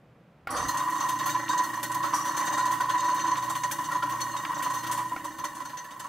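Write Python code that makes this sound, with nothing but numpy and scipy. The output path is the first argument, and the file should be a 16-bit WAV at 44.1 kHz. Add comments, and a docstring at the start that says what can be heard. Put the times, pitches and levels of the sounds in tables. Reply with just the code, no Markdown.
"""First a quiet kitchen, then the click of a wall switch: a waste disposer under the sink starts with a jolt
and a squeal, runs almost empty, and is switched off to coast down. Air and water whirl in the grind chamber,
modelled as noise through resonances that sing through the drain mouth. Loose lugs rattle the steel plate (pulsed
noise through its modes), slugs of water spit at the wall (noise bursts), air pockets gulp (rising tones), and
the motor hums through the cabinet (sines tied to mains and shaft, over low noise)."""
import sys
import numpy as np
from scipy import signal
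from scipy.fft import rfft, irfft, next_fast_len
from scipy.io import wavfile
from scipy.ndimage import uniform_filter1d

SR = 44100
rng = np.random.default_rng(int(sys.argv[2]) if len(sys.argv) > 2 else 0)


def wrap_up_sound(samples):
    """Save the sound to the file named by the first command line argument, as 16-bit audio."""
    columns = np.atleast_2d(samples).T
    # keep every value between -1 and 1, then stretch to whole-number steps
    tamed = np.clip(columns, -1, 1)
    steps = np.round(tamed * 32767).astype(np.int16)
    wavfile.write(sys.argv[1], SR, steps)


N = 268304
# frequency bins in Hz, padded so that rings can die
HZ = np.maximum(np.fft.rfftfreq(next_fast_len(N + SR // 2, True) // 2 * 2, 1 / SR), 1)

# Kitchen air: [f/Hz, relative density/dB per Hz]
AIR_COLOUR = [(12, -59), (20, -27), (86, -10), (99, -28), (118, -0.5), (151, -3), (406, -16), (431, -17),
              (477, -10.5), (528, -14), (2500, -29.5), (3250, -75), (5500, -120)]
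# Microphone hiss: [f/Hz, relative density/dB per Hz]
HISS_COLOUR = [(1800, -30), (2500, 0), (3700, -7), (5300, -13), (8000, -18), (16000, -22)]
AIR_DB, HISS_DB = -57, -76

# Likeness of the two ears: [f/Hz, left-right likeness 0-1]
EAR_LIKENESS = [(60, .999), (350, .997), (900, .975), (1000, .96), (1100, .89), (2000, .87), (3000, .85),
                (6000, .67), (9500, .42), (13000, .74), (16000, .85)]
# Stereo lean: [f/Hz, left minus right level/dB]
EAR_LEAN = [(500, 0), (900, -.8), (990, -1.4), (1060, -3), (1500, -2.5), (2000, -.5), (3000, .5),
            (6000, 1.1), (10000, .7), (14000, -.2)]
# Bands cancelled by echoes in the basin: [f/Hz, width/Hz, depth 0-1]
BASIN_NOTCHES = [(404.5, 68, 0.76), (653, 38, 0.65), (885, 110, 0.83), (1047, 19, 0.45), (1981, 43, 1),
                 (2517, 180, 1), (3970, 280, 0.7)]
WALLS_T60_S, WALLS_DB = 0.76, -10  # tail level before its bass is cut

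# Wall switch snapping over: [t/s, strike level/dB]
SWITCH_SNAPS = [(0.4715, -24.5), (5.1625, -27.5)]
# Ring of the switch and its plate: [f/Hz, level/dB, t60/s]
SWITCH_MODES = [(800, -8, .035), (1400, -1, .04), (1900, -7, .025), (2200, -4, .028), (4700, -12, .012)]

# Motor through the cabinet: [t/s, rumble level/dB, drive of the tones/dB]
MOTOR_LEVELS = [(0.47, -86, -60), (0.5, -42.5, -40), (0.62, -46, -1), (0.8, -53.5, 2), (3, -54, 0.5),
                (5.15, -50.5, -2), (5.25, -51, -5.5), (5.6, -54.5, -8), (6.08, -64, -31)]
# Shaft tones: [multiple of the shaft rate, mean level/dB at 0 dB drive]
SHAFT_ORDERS = [(6, -61.5), (8, -63.5), (10, -54.5), (11, -52.5), (62, -57), (63, -50.5), (64, -58)]
# Shaft speed: [t/s, turns per s]
SHAFT_SPEED = [(0.47, 7), (0.5, 18), (0.62, 27), (0.75, 29.66), (5.16, 29.66), (5.6, 28), (6.08, 24.5)]
# Colour of the cabinet and pipes: [f/Hz, relative density/dB per Hz]
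RUMBLE_COLOUR = [(12, -57), (20, -16), (70, -3.5), (129, 1.5), (226, 0), (307, 11), (337, 7.5), (406, -51),
                 (519, -39), (570, 7), (655, -38), (741, -51), (800, 5), (1040, -78), (1760, -120)]
# Magnetic hum at twice the mains: [t/s, level/dB rms of its steady tone]
HUM_LEVELS = [(0.48, -60), (0.62, -52), (0.75, -55.5), (2, -56), (3.5, -55), (5.15, -55.5), (5.2, -75)]
# Starting jolt of the motor in its mount: [t/s, level/dB rms]
JOLT_LEVELS = [(0.48, -74), (0.516, -63), (0.576, -48.5), (0.618, -55), (0.668, -43), (0.766, -73),
               (0.79, -75), (0.85, -68)]
# Resonance of that mount: [f/Hz, width/Hz]
JOLT_MODE = (68, 25)
HUM_HZ, SIDE_TONE_DB = 120, -1  # side tone: one shaft rate above the hum, so that it wavers once a turn
# the shaft's fourth order lags the hum and beats with it
SLIP_BEAT_HZ, IN_STEP_S, FOURTH_ORDER_DB = 1.37, 1.29, -4.5

# Air pockets gulping in the water: [t/s, peak level/dB, nominal f/Hz, t60/s]
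GULPS = [(1.2835, -24.5, 1400, 0.1), (1.508, -23.5, 1545, 0.12), (1.9445, -34, 1420, 0.061),
         (2.043, -24, 1293, 0.16), (2.58, -19, 1372, 0.093), (2.807, -17.5, 1500, 0.058),
         (2.8973, -27, 1500, 0.087), (3.7098, -30, 1514, 0.065), (3.916, -18.5, 1394, 0.057),
         (4.0264, -15.5, 1395, 0.052), (4.4507, -31, 1313, 0.13), (4.622, -33, 1510, 0.057),
         (5.4404, -37, 1230, 0.057), (5.655, -34, 1430, 0.074), (6.0442, -36, 1325, 0.12)]

# Slugs of water thrown at the wall: [t/s, bright peak level/dB, body level/dB, top level/dB,
# plate ring level/dB, t60/s]
SPITS = [(0.5102, -36, -45, -44, -49, 0.13), (0.5656, -34, -38.5, -47, -36.5, 0.33),
         (0.6863, -27, -47, -31.5, -33, 0.11), (0.7746, -21, -34, -47, -30.5, 0.073),
         (0.902, -29, -39, -39, -41, 0.079), (0.9323, -29, -58, -51, -42, 0.074),
         (0.9536, -41, -54, -54, -40, 0.077), (1.0036, -44, -41, -50, -35, 0.2),
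         (1.0909, -21.5, -33, -34, -36.5, 0.095), (1.191, -39, -40.5, -43, -40, 0.22),
         (1.2615, -30, -37, -30.5, -36.5, 0.14), (1.2994, -39, -43, -39, -46, 0.13),
         (1.491, -32, -41, -40, -28.5, 0.11), (1.579, -33, -50, -40, -30, 0.092),
         (1.6397, -28, -41, -36, -39, 0.088), (1.7379, -34, -43, -53, -47, 0.11),
         (1.8334, -19, -31, -27, -33.5, 0.082), (1.92, -21.5, -35, -46, -38, 0.064),
         (1.948, -22.5, -36, -31, -35, 0.064), (2.032, -38, -37, -48, -40.5, 0.24),
         (2.145, -25.5, -48, -49, -44, 0.31), (2.2548, -30, -37, -41, -50, 0.16),
         (2.369, -28.5, -42, -42, -38, 0.25), (2.4564, -37, -53, -37, -47, 0.069),
         (2.5324, -29, -46, -41, -35, 0.074), (2.581, -30, -41, -45, -38.5, 0.13),
         (2.658, -27, -36, -48, -45.5, 0.1), (2.7132, -29.5, -39.5, -39, -57, 0.25),
         (2.809, -27, -32, -38, -40, 0.062), (2.897, -31, -33.5, -44, -40, 0.12),
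         (2.9804, -40, -55, -53, -37.5, 0.1), (3.0455, -45, -49, -43, -46, 0.11),
         (3.1467, -29, -44, -37, -43, 0.1), (3.2046, -40, -37, -53, -51, 0.07),
         (3.267, -47, -39, -53, -41.5, 0.14), (3.3164, -42, -45, -54, -34, 0.047),
         (3.3708, -32, -39, -53, -43, 0.11), (3.4266, -40, -45, -49, -48, 0.33),
         (3.5, -23, -45, -41, -40, 0.1), (3.556, -29, -37.5, -41, -43, 0.13),
         (3.6381, -25, -36, -48, -30, 0.074), (3.717, -18, -35, -30, -39, 0.095),
         (3.7868, -36, -42, -46, -36, 0.054), (3.8422, -32, -42, -53, -39, 0.1),
         (3.919, -28, -37.5, -45, -42, 0.11), (3.9524, -43, -46, -53, -41, 0.1),
         (4.0287, -36, -33, -41, -41, 0.087), (4.0976, -34, -42, -42, -50, 0.16),
         (4.209, -24, -37, -43, -39, 0.095), (4.3695, -32, -39, -58, -37, 0.068),
         (4.546, -46, -47, -55, -37, 0.072), (4.58, -43, -59, -45, -46, 0.079),
         (4.628, -24.5, -34, -32, -40, 0.11), (4.7042, -27, -39, -44, -50, 0.092),
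         (4.7381, -35, -43.5, -41, -45.5, 0.26), (4.837, -35, -37.5, -43, -45, 0.11),
         (4.8703, -30, -35.5, -38, -48, 0.085), (4.9167, -19.5, -35.5, -39, -39.5, 0.16),
         (4.9766, -34, -43.5, -48, -65, 0.23), (5.248, -28.5, -45, -45, -48, 0.1),
         (5.387, -40, -44, -45, -46, 0.13), (5.445, -24, -35, -48, -35, 0.082),
         (5.5531, -34, -50, -64, -47.5, 0.17), (5.6044, -39, -46, -57, -57, 0.11),
         (5.655, -33, -44, -50, -41.5, 0.078), (5.6979, -47, -43, -47, -56, 0.11),
         (5.7743, -41, -38, -48, -38, 0.086), (5.8466, -43, -43.5, -46, -58, 0.093),
         (5.9105, -40, -45.5, -61, -55, 0.11), (5.9994, -26.5, -38, -45, -42, 0.08),
         (6.044, -39, -47, -61, -54, 0.088)]
SPIT_RISE_S, BODY_THUMP_DB = 0.0054, 7  # the body part also thumps the chamber
PLATE_OUTLASTS = 1.32  # the plate rings this many times longer than the hiss
LULL_DB, LULL_T60_S = -4.5, 0.23  # thinning while a slug gathers: depth, and how fast it deepens
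NOISE_CREST_DB = 9  # peak of a noise burst over its rms

# Whirl between surges: [t/s, drain-mouth tone level/dB, upper resonances level/dB, plate ring level/dB,
# spray level/dB]
WHIRL_LEVELS = [(0.49, -72, -45, -88, -76), (0.66, -41, -41.5, -62, -46), (0.77, -32, -46.5, -51, -44),
                (1.08, -28, -43.5, -50.5, -42), (1.41, -36.5, -42, -50, -50.5),
                (1.64, -37.5, -46, -56, -43.5), (2.01, -35, -45.5, -56.5, -44),
                (2.54, -30.5, -37, -43, -44), (2.81, -29, -48, -51.5, -47.5), (3.2, -31, -39, -41, -46),
                (3.5, -35.5, -57, -55, -45), (3.73, -34.5, -47, -60, -44), (4.01, -31, -46, -57, -45),
                (4.38, -32.5, -44.5, -52, -47), (4.76, -34, -48.5, -52, -45), (4.94, -30, -60, -58, -48),
                (5.15, -43.5, -49.5, -56.5, -49.5), (6.08, -41, -54.5, -69, -54.5)]
# Colour of the spray: [f/Hz, relative density/dB per Hz]
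SPRAY_COLOUR = [(1180, -52), (2000, -21), (2140, -20), (2550, -53), (2810, 16), (3980, -11), (5390, 4),
                (6250, -49), (6760, 5.5), (15100, 2), (16000, 10)]
# Steel plate modes: [f/Hz]
PLATE_HZ = [2884, 3300, 3745, 4200, 4316, 4700, 5150, 5634, 5754, 5950, 6132, 6255, 6378, 6955, 7530, 8410]
# Shape of each plate mode: [width/Hz, level/dB]
PLATE_SHAPE = [(193, -9), (197, -14.5), (28, 2.5), (24.4, 1), (25.7, 2.5), (120, -10), (35, -9), (35, -3),
               (34.8, -12), (40, -13), (44.7, 6.5), (40.3, -3.5), (50, 4.5), (40, -7.5), (252, -8.5),
               (208, -10.5)]
PLATE = [(hz, *shape) for hz, shape in zip(PLATE_HZ, PLATE_SHAPE)]

# Start: plate squealing as it breaks free while standing water churns: [t/s, squeal level/dB, churn level/dB]
START_LEVELS = [(0.49, -93, -34), (0.506, -39, -36.5), (0.564, -48.5, -29.5), (0.602, -48, -33.5),
                (0.648, -60, -39), (0.68, -63, -37)]
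# Squeal resonances: [f/Hz, width/Hz, level/dB]
SQUEAL_MODES = [(10570, 200, -2), (8900, 64, -2), (8100, 130, -4), (5700, 71, -2), (4640, 110, -19)]
# Churn resonances: [f/Hz, width/Hz, level/dB]
CHURN_MODES = [(491, 38, 4), (603, 26, 6), (774, 110, 5.5), (1147, 120, 12.5), (1420, 510, -2),
               (4600, 390, -10), (8200, 1200, -39)]
# A lug scraping the ring: [t/s, level/dB, t60/s]
SCRAPES = [(2.14, -23, 0.37)]
# Scrape resonances: [f/Hz, width/Hz, level/dB]
SCRAPE_MODES = [(5880, 46, 7.5), (1130, 30, 14.5), (4920, 110, -14)]
SCRAPE_RISE_S = 0.0093

# Lugs knocking against their stops: [t/s, peak level/dB before the knock is coloured and heard in the room]
LUG_KNOCKS = [(0.6853, -36), (0.8015, -20), (0.9807, -40), (1.292, -16), (1.3503, -22), (1.482, -16.5),
              (2.137, -19), (2.4294, -22), (2.8809, -42), (3.1981, -22), (3.3568, -20), (3.5518, -21),
              (3.6361, -18), (3.713, -14.5), (4.201, -20), (4.3655, -22), (4.4515, -13.5), (4.6229, -21),
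              (4.8589, -31), (4.913, -26)]
LUG_RISE_S, LUG_T60_S = 0.002, 0.028

# Drain-mouth resonances: [f/Hz, width/Hz, level/dB]
MOUTH_MODES = [(1002, 21.8, 7), (1074, 45.8, -1.5), (1105.7, 24, -1.5), (1199, 2.4, -7), (990, 10, -41)]
# Air and wall resonances of the chamber: [f/Hz]
CHAMBER_HZ = [310, 581, 690, 815, 861, 1290, 1345, 1512, 1750, 1838, 1895, 2014, 2300]
# Shape of each chamber resonance: [width/Hz, level/dB]
CHAMBER_SHAPE = [(37.7, -4), (24.2, -2.5), (37.8, -18.5), (27, -14.5), (27, 4.5), (60, -10), (43, -1.5),
                 (22.8, -1), (52.3, -3), (25, -1), (49.7, 2), (25.3, -1), (50, -16.5)]
CHAMBER = [(hz, *shape) for hz, shape in zip(CHAMBER_HZ, CHAMBER_SHAPE)]
# Water clearing the drain mouth at a stroke, so the tone jumps up: [t/s, nominal peak level/dB, t60/s]
MOUTH_KNOCKS = [(0.5057, -29.5, 0.19), (0.5751, -23, 0.16), (0.595, -18.5, 0.15), (0.6255, -34, 0.15),
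                (0.689, -17, 0.15), (0.7382, -21, 0.36), (0.8056, -24, 0.15), (0.8785, -13, 0.1),
                (0.9224, -18, 0.1), (0.952, -19, 0.086), (1.005, -21, 0.16), (1.037, -21, 0.24),
                (1.095, -27, 0.19), (1.1303, -32, 0.12), (1.204, -24.5, 0.35), (1.259, -20.5, 0.19),
                (1.3483, -13.5, 0.11), (1.493, -14.5, 0.2), (1.5315, -19, 0.33), (1.5893, -17, 0.26),
                (1.694, -26, 0.092), (1.7345, -18.5, 0.081), (1.774, -20.5, 0.094), (1.8986, -20.5, 0.19),
                (1.9445, -24, 0.31), (2.0023, -24, 0.26), (2.03, -23.5, 0.27), (2.1316, -9, 0.078),
                (2.251, -21, 0.15), (2.284, -21.5, 0.13), (2.3456, -24, 0.18), (2.3895, -22.5, 0.34),
                (2.4713, -20.5, 0.26), (2.524, -18, 0.12), (2.5705, -17, 0.17), (2.594, -20, 0.17),
                (2.6285, -20, 0.22), (2.6569, -26, 0.19), (2.6975, -19, 0.15), (2.7244, -24, 0.1),
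                (2.803, -17, 0.21), (2.8389, -35, 0.11), (2.8862, -20.5, 0.4), (2.941, -15, 0.15),
                (2.992, -21, 0.16), (3.026, -18.5, 0.34), (3.0464, -38, 0.19), (3.081, -21, 0.26),
                (3.1308, -20, 0.11), (3.241, -15.5, 0.2), (3.2814, -20.5, 0.21), (3.3125, -20, 0.26),
                (3.373, -21.5, 0.24), (3.425, -25, 0.2), (3.48, -18.5, 0.13), (3.501, -17.5, 0.11),
                (3.556, -15, 0.074), (3.638, -15, 0.12), (3.786, -25, 0.16), (3.8845, -23, 0.24),
                (3.9215, -28, 0.17), (3.952, -18, 0.11), (4.029, -21.5, 0.15), (4.111, -29, 0.27),
                (4.343, -20.5, 0.17), (4.3889, -34, 0.1), (4.4373, -25, 0.11), (4.4922, -26, 0.37),
                (4.563, -25, 0.15), (4.595, -25, 0.23), (4.6574, -17, 0.2), (4.703, -22, 0.15),
                (4.7381, -31, 0.17), (4.834, -48, 0.17), (4.895, -17.5, 0.098), (4.978, -20, 0.31),
                (5.0499, -32, 0.11), (5.1163, -15, 0.08), (5.246, -18.5, 0.1), (5.3842, -28, 0.32),
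                (5.4385, -18, 0.087), (5.5655, -26.5, 0.11), (5.6032, -22, 0.1), (5.654, -28, 0.085),
                (5.735, -24.5, 0.11), (6.003, -33, 0.075), (6.0506, -20, 0.058)]
KNOCK_RISE_S, UPPER_FOLLOWS_DB = 0.0036, -17  # upper resonances follow each jump at this level
SMALL_KNOCKS_PER_S, SMALL_KNOCK_DB, SMALL_T60_S = 14, 1.5, 0.07  # random jumps, relative to the steady tone
SHUT_DB, SHUT_T60_S = 0, 0.14  # before each knock the film closes over the mouth: depth, and how fast

ROUNDING_TOP, CUTOFF_HZ = .24, 15900  # peaks are rounded towards this height


def amp(db):
    """Decibels to gain."""
    return 10 ** (np.asarray(db) / 20)


def rms_one(x):
    """Scale to unit rms."""
    return x / np.sqrt(np.mean(x ** 2) + 1e-20)


def in_time(rows, before=-140):
    """Curve columns at every sample: 'before' outside the span, but held at the end if it reaches 6 s."""
    s, *columns = np.transpose(rows)
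    t = np.arange(N) / SR
    return [np.interp(t, s, c, left=before, right=before if s[-1] < 6 else c[-1]) for c in columns]


def at_hz(points):
    """A table over log frequency read at every bin."""
    hz, value = np.transpose(points)
    return np.interp(np.log(HZ), np.log(hz), value)


def drift(rate):
    """Slow chance with unit spread, faster for a higher rate in Hz."""
    r = np.exp(-80 * np.pi * rate / SR)  # one step is 40 samples
    noise = rng.standard_normal(N // 40 + 4002)
    slow = signal.lfilter([1], [1, -2 * r, r * r], noise)[4000:]
    return np.interp(np.arange(N) / 40, np.arange(len(slow)), rms_one(slow - slow.mean()))


def resonances(modes):
    """Response of parallel resonances with alternating signs."""
    return sum((-1) ** k * amp(db) * 1j * HZ * width / (hz ** 2 - HZ ** 2 + 1j * HZ * width)
               for k, (hz, width, db) in enumerate(modes))


def to_ears(response, mid, side):
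    """Colour a centre and a diffuse signal and mix them for the two microphones."""
    mid, side = rfft([mid, side], 2 * len(HZ) - 2) * response
    alike = np.clip(at_hz(EAR_LIKENESS), 0, 1)
    lean = amp(at_hz(EAR_LEAN) / 2)
    mid = mid * np.sqrt((1 + alike) / 2)
    side = side * np.sqrt((1 - alike) / 2)
    return irfft([(mid + side) * lean, (mid - side) / lean])[:, :N]


def stereo_noise(response, drive):
    """Noise pulsed by drive and coloured by response; unit rms for a steady drive of one."""
    unit_response = response / np.sqrt(np.mean(np.abs(response) ** 2))
    mid, side = rng.standard_normal((2, N)) * drive
    return to_ears(unit_response, mid, side)


def bursts(times, levels_db, t60s, rise_s):
    """An envelope of quick rises with exponential falls, each starting one rise time early."""
    out, t = np.zeros(N + SR), np.arange(SR // 2) / SR
    for s, db, t60 in np.broadcast(times, levels_db, t60s):
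        i = round((s - rise_s) * SR)
        out[i:i + len(t)] += (1 - np.exp(-t / rise_s)) * amp(db - 60 * t / max(t60, .02))
    return out[:N]


def closing(times, depth_db, t60, release_s):
    """A gain that sinks ahead of each event and recovers fast: bursts turned round in time."""
    return 1 / (1 + bursts(N / SR - times, depth_db, t60, release_s)[::-1])


def background():
    """Steady coloured noise for the kitchen air and the microphone hiss."""
    air = stereo_noise(amp(at_hz(AIR_COLOUR)), amp(AIR_DB))
    return air + stereo_noise(amp(at_hz(HISS_COLOUR)), amp(HISS_DB))


def kitchen(x):
    """Echoes in the basin cancel a few bands; the tiled walls add a short tail without bass."""
    t = np.arange(SR // 3) / SR
    tail = rng.standard_normal(len(t)) * amp(-60 * t / WALLS_T60_S) * (t > .004)
    tail_response = rfft(tail / np.linalg.norm(tail), 2 * len(HZ) - 2)
    walls = amp(WALLS_DB) * tail_response / (1 + (500 / HZ) ** 2)
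    basin = np.prod([1 - np.clip(depth, 0, 1) * resonances([(hz, width, 0)])
                     for hz, width, depth in BASIN_NOTCHES], axis=0)
    return irfft(rfft(x, 2 * len(HZ) - 2) * basin * (1 + walls))[:, :N]


def switch():
    """The toggle lands twice, 1.4 ms apart, and rings with its plate; the tiles give a brief tail."""
    clicks = np.zeros(N)
    for s, db in SWITCH_SNAPS:
        clicks[round(s * SR)] = .4 * amp(db)
        clicks[round((s + .0014) * SR)] = amp(db)
    soft = signal.lfilter([.3], [1, -.7], clicks + 1e-18)  # plastic contact
    ring = np.zeros(N)
    for hz, db, t60 in SWITCH_MODES:
        r, w = amp(-60 / (t60 * SR)), 2 * np.pi * hz / SR
        ring += signal.lfilter([0, amp(db) * np.sin(w)], [1, -2 * r * np.cos(w), r * r], soft)
    crack = signal.lfilter([.07], [1, -amp(-60 / (.052 * SR))], clicks + 1e-18)
    tail = signal.lfilter([.12], [1, -amp(-60 / (.25 * SR))], clicks + 1e-18)
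    crack_colour = HZ / (HZ + 3000)
    tail_colour = 1 / (1 + (HZ / 2500) ** 4) / (1 + (400 / HZ) ** 2)
    return ring + stereo_noise(crack_colour, crack) + stereo_noise(tail_colour, tail)


def mains_hum(turns, drive_db):
    """Magnetic pull at twice the mains, with a lagging tone that beats and a side tone that wavers."""
    t = np.arange(N) / SR
    steady = np.sin(2 * np.pi * HUM_HZ * t)
    lagging_turns = HUM_HZ * t - SLIP_BEAT_HZ * (t - IN_STEP_S)
    lagging = amp(FOURTH_ORDER_DB + drive_db) * np.sin(2 * np.pi * lagging_turns)
    above = amp(SIDE_TONE_DB + 2.0 * drift(2.3)) * np.sin(2 * np.pi * (HUM_HZ * t + turns))
    return np.sqrt(2) * amp(in_time(HUM_LEVELS)[0]) * (steady + lagging + above)


def shaft_tones(turns, drive_db):
    """Tones at multiples of the shaft rate, wandering a little in level and phase."""
    wobble_turns = .0015
    tones = sum(np.sqrt(2) * amp(db + 2.5 * drift(4.7))
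                * np.sin(2 * np.pi * k * (turns + wobble_turns * drift(4.7))) for k, db in SHAFT_ORDERS)
    return amp(drive_db) * tones


def motor(turns):
    """Hum and shaft tones pass through the cabinet with the mount's starting jolt and a low rumble."""
    rumble_db, drive_db = in_time(MOTOR_LEVELS)
    jolt = stereo_noise(resonances([(*JOLT_MODE, 0)]), amp(in_time(JOLT_LEVELS)[0]))
    rumble = stereo_noise(amp(at_hz(RUMBLE_COLOUR)), amp(rumble_db))
    return mains_hum(turns, drive_db) + shaft_tones(turns, drive_db) + jolt + rumble


def gulps():
    """A pocket rings as a dying tone that climbs as it nears the surface."""
    out = np.zeros(N)
    for s, db, hz, t60 in GULPS:
        i = round((s - .004) * SR)
        t = np.arange(min(N - i, SR // 4)) / SR
        shape = (1 - np.exp(-t / 0.0039)) * amp(db - 60 * t / max(t60, .02))
        out[i:i + len(t)] += shape * np.sin(2 * np.pi * hz * t * (.97 + 1.7 * t))
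    return to_ears(0.84, out, out)


def band(low_hz, high_hz):
    """A smooth band between two corners."""
    return 1 / (1 + (low_hz / HZ) ** 5) / (1 + (HZ / high_hz) ** 5)


def spits():
    """Each slug is a ragged hiss that rises in a few ms and dies; its duller part also thumps the chamber."""
    s, peak_db, body_db, top_db, _, t60 = np.transpose(SPITS)
    body = bursts(s, body_db, t60, SPIT_RISE_S)
    bright = bursts(s, peak_db - NOISE_CREST_DB, t60, SPIT_RISE_S)
    top = bursts(s, top_db, t60, SPIT_RISE_S)
    ragged = amp(0.53 * drift(140) + 1.1 * drift(450))  # single drops
    hiss = (stereo_noise(band(low_hz=2330, high_hz=4130), body * ragged)
            + stereo_noise(band(low_hz=6150, high_hz=10300), bright * ragged)
            + stereo_noise(band(low_hz=11800, high_hz=15500), top * ragged))
    return hiss + stereo_noise(resonances(CHAMBER), amp(BODY_THUMP_DB) * body)


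def spray_and_churn(lull):
    """Fine spray crackles around the plate; at the start, standing water churns through resonances."""
    spray_db = in_time(WHIRL_LEVELS)[3]
    churn_db = in_time(START_LEVELS)[1]
    drops = amp(0.5 * drift(2.5) + 2.5 * drift(130))
    spray = stereo_noise(amp(at_hz(SPRAY_COLOUR)), amp(spray_db) * lull * drops)
    return spray + stereo_noise(resonances(CHURN_MODES), amp(churn_db) * drops)


def squeal_and_scrape():
    """The plate squeals as it breaks free, and a lug later scrapes the ring: noise through narrow modes."""
    squeal = stereo_noise(resonances(SQUEAL_MODES), amp(in_time(START_LEVELS)[0]))
    return squeal + stereo_noise(resonances(SCRAPE_MODES), bursts(*np.transpose(SCRAPES), SCRAPE_RISE_S))


def plate_rattle(lull):
    """Lug contacts ring the steel plate, harder under each slug; its modes flicker in three interleaved groups."""
    plate_db = in_time(WHIRL_LEVELS)[2]
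    s, _, _, _, struck_db, t60 = np.transpose(SPITS)
    contact = amp(plate_db) * lull + bursts(s, struck_db, PLATE_OUTLASTS * t60, SPIT_RISE_S)
    mode_group_responses = [resonances(PLATE[k::3]) for k in range(3)]
    powers = [np.mean(np.abs(response) ** 2) for response in mode_group_responses]
    plate = 0
    for response, power in zip(mode_group_responses, powers):
        uneven = amp(4.05 * drift(25.3) + 2.9 * drift(190))
        plate = plate + np.sqrt(power / sum(powers)) * stereo_noise(response, contact * uneven)
    return plate


def rattle():
    """Plate, spray, churn, squeal and scrape; plate and spray thin out while a slug gathers."""
    lull = closing(np.transpose(SPITS)[0], LULL_DB, LULL_T60_S, SPIT_RISE_S)
    return plate_rattle(lull) + spray_and_churn(lull) + squeal_and_scrape()


def lug_knocks():
    """A lug hitting its stop gives a short burst of mid-band noise."""
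    s, peak_db = np.transpose(LUG_KNOCKS)
    thumps = bursts(s, peak_db - NOISE_CREST_DB, LUG_T60_S, LUG_RISE_S)
    knock_colour = 1 / (1 + (1200 / HZ) ** 4) / (1 + (HZ / 3000) ** 4)
    return stereo_noise(knock_colour, thumps)


def mouth_song():
    """Turbulence drives the mouth resonances; the jet at the lip holds the air column's swing fairly even."""
    song = stereo_noise(resonances(MOUTH_MODES), 0.66)
    swing = np.sqrt(uniform_filter1d(np.mean(song ** 2, axis=0), size=SR // 70) + 0.014)
    return song / swing ** 0.75


def small_knocks():
    """Random small jumps of the mouth tone, with exponential waits between them."""
    waits = -np.log(1 - rng.random(300)) / SMALL_KNOCKS_PER_S
    s = .1 + np.cumsum(waits)
    return bursts(s[s < N / SR], SMALL_KNOCK_DB, SMALL_T60_S, KNOCK_RISE_S)


def whirl(turns):
    """Turbulence keeps the air resonances singing; the water film opens and shuts the mouth they sound through."""
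    mouth_db, upper_db = in_time(WHIRL_LEVELS)[:2]
    s, peak_db, t60 = np.transpose(MOUTH_KNOCKS)
    jumps = bursts(s, peak_db, t60, KNOCK_RISE_S) / np.sqrt(2)  # peak of a tone to rms
    jumps = jumps + amp(mouth_db) * small_knocks()
    shut = closing(s, SHUT_DB, SHUT_T60_S, KNOCK_RISE_S)
    mouth = (amp(mouth_db) + jumps) * shut * mouth_song()
    passing = 1 + 0.95 * np.cos(2 * np.pi * turns)  # lugs sweep the outlet every turn
    gusts = amp(1.2 * drift(15))
    upper_drive = amp(upper_db) * passing * gusts + amp(UPPER_FOLLOWS_DB) * jumps
    return mouth + stereo_noise(resonances(CHAMBER), upper_drive * np.sqrt(shut))


def scene():
    """Everything heard at the sink; the chamber sounds pass through basin and room."""
    turns = np.cumsum(in_time(SHAFT_SPEED, before=0)[0]) / SR
    chamber = gulps() + spits() + rattle() + lug_knocks() + whirl(turns)
    return background() + switch() + motor(turns) + kitchen(chamber)


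def record(dry):
    """The input stage rounds peaks gently; the top is cut steeply."""
    rounded = ROUNDING_TOP * np.tanh(dry / ROUNDING_TOP)
    top_cut = signal.cheby2(26, 100, CUTOFF_HZ + 300, fs=SR, output="sos")
    return signal.sosfilt(top_cut, rounded)


dry = scene()
out = record(dry)
wrap_up_sound(out)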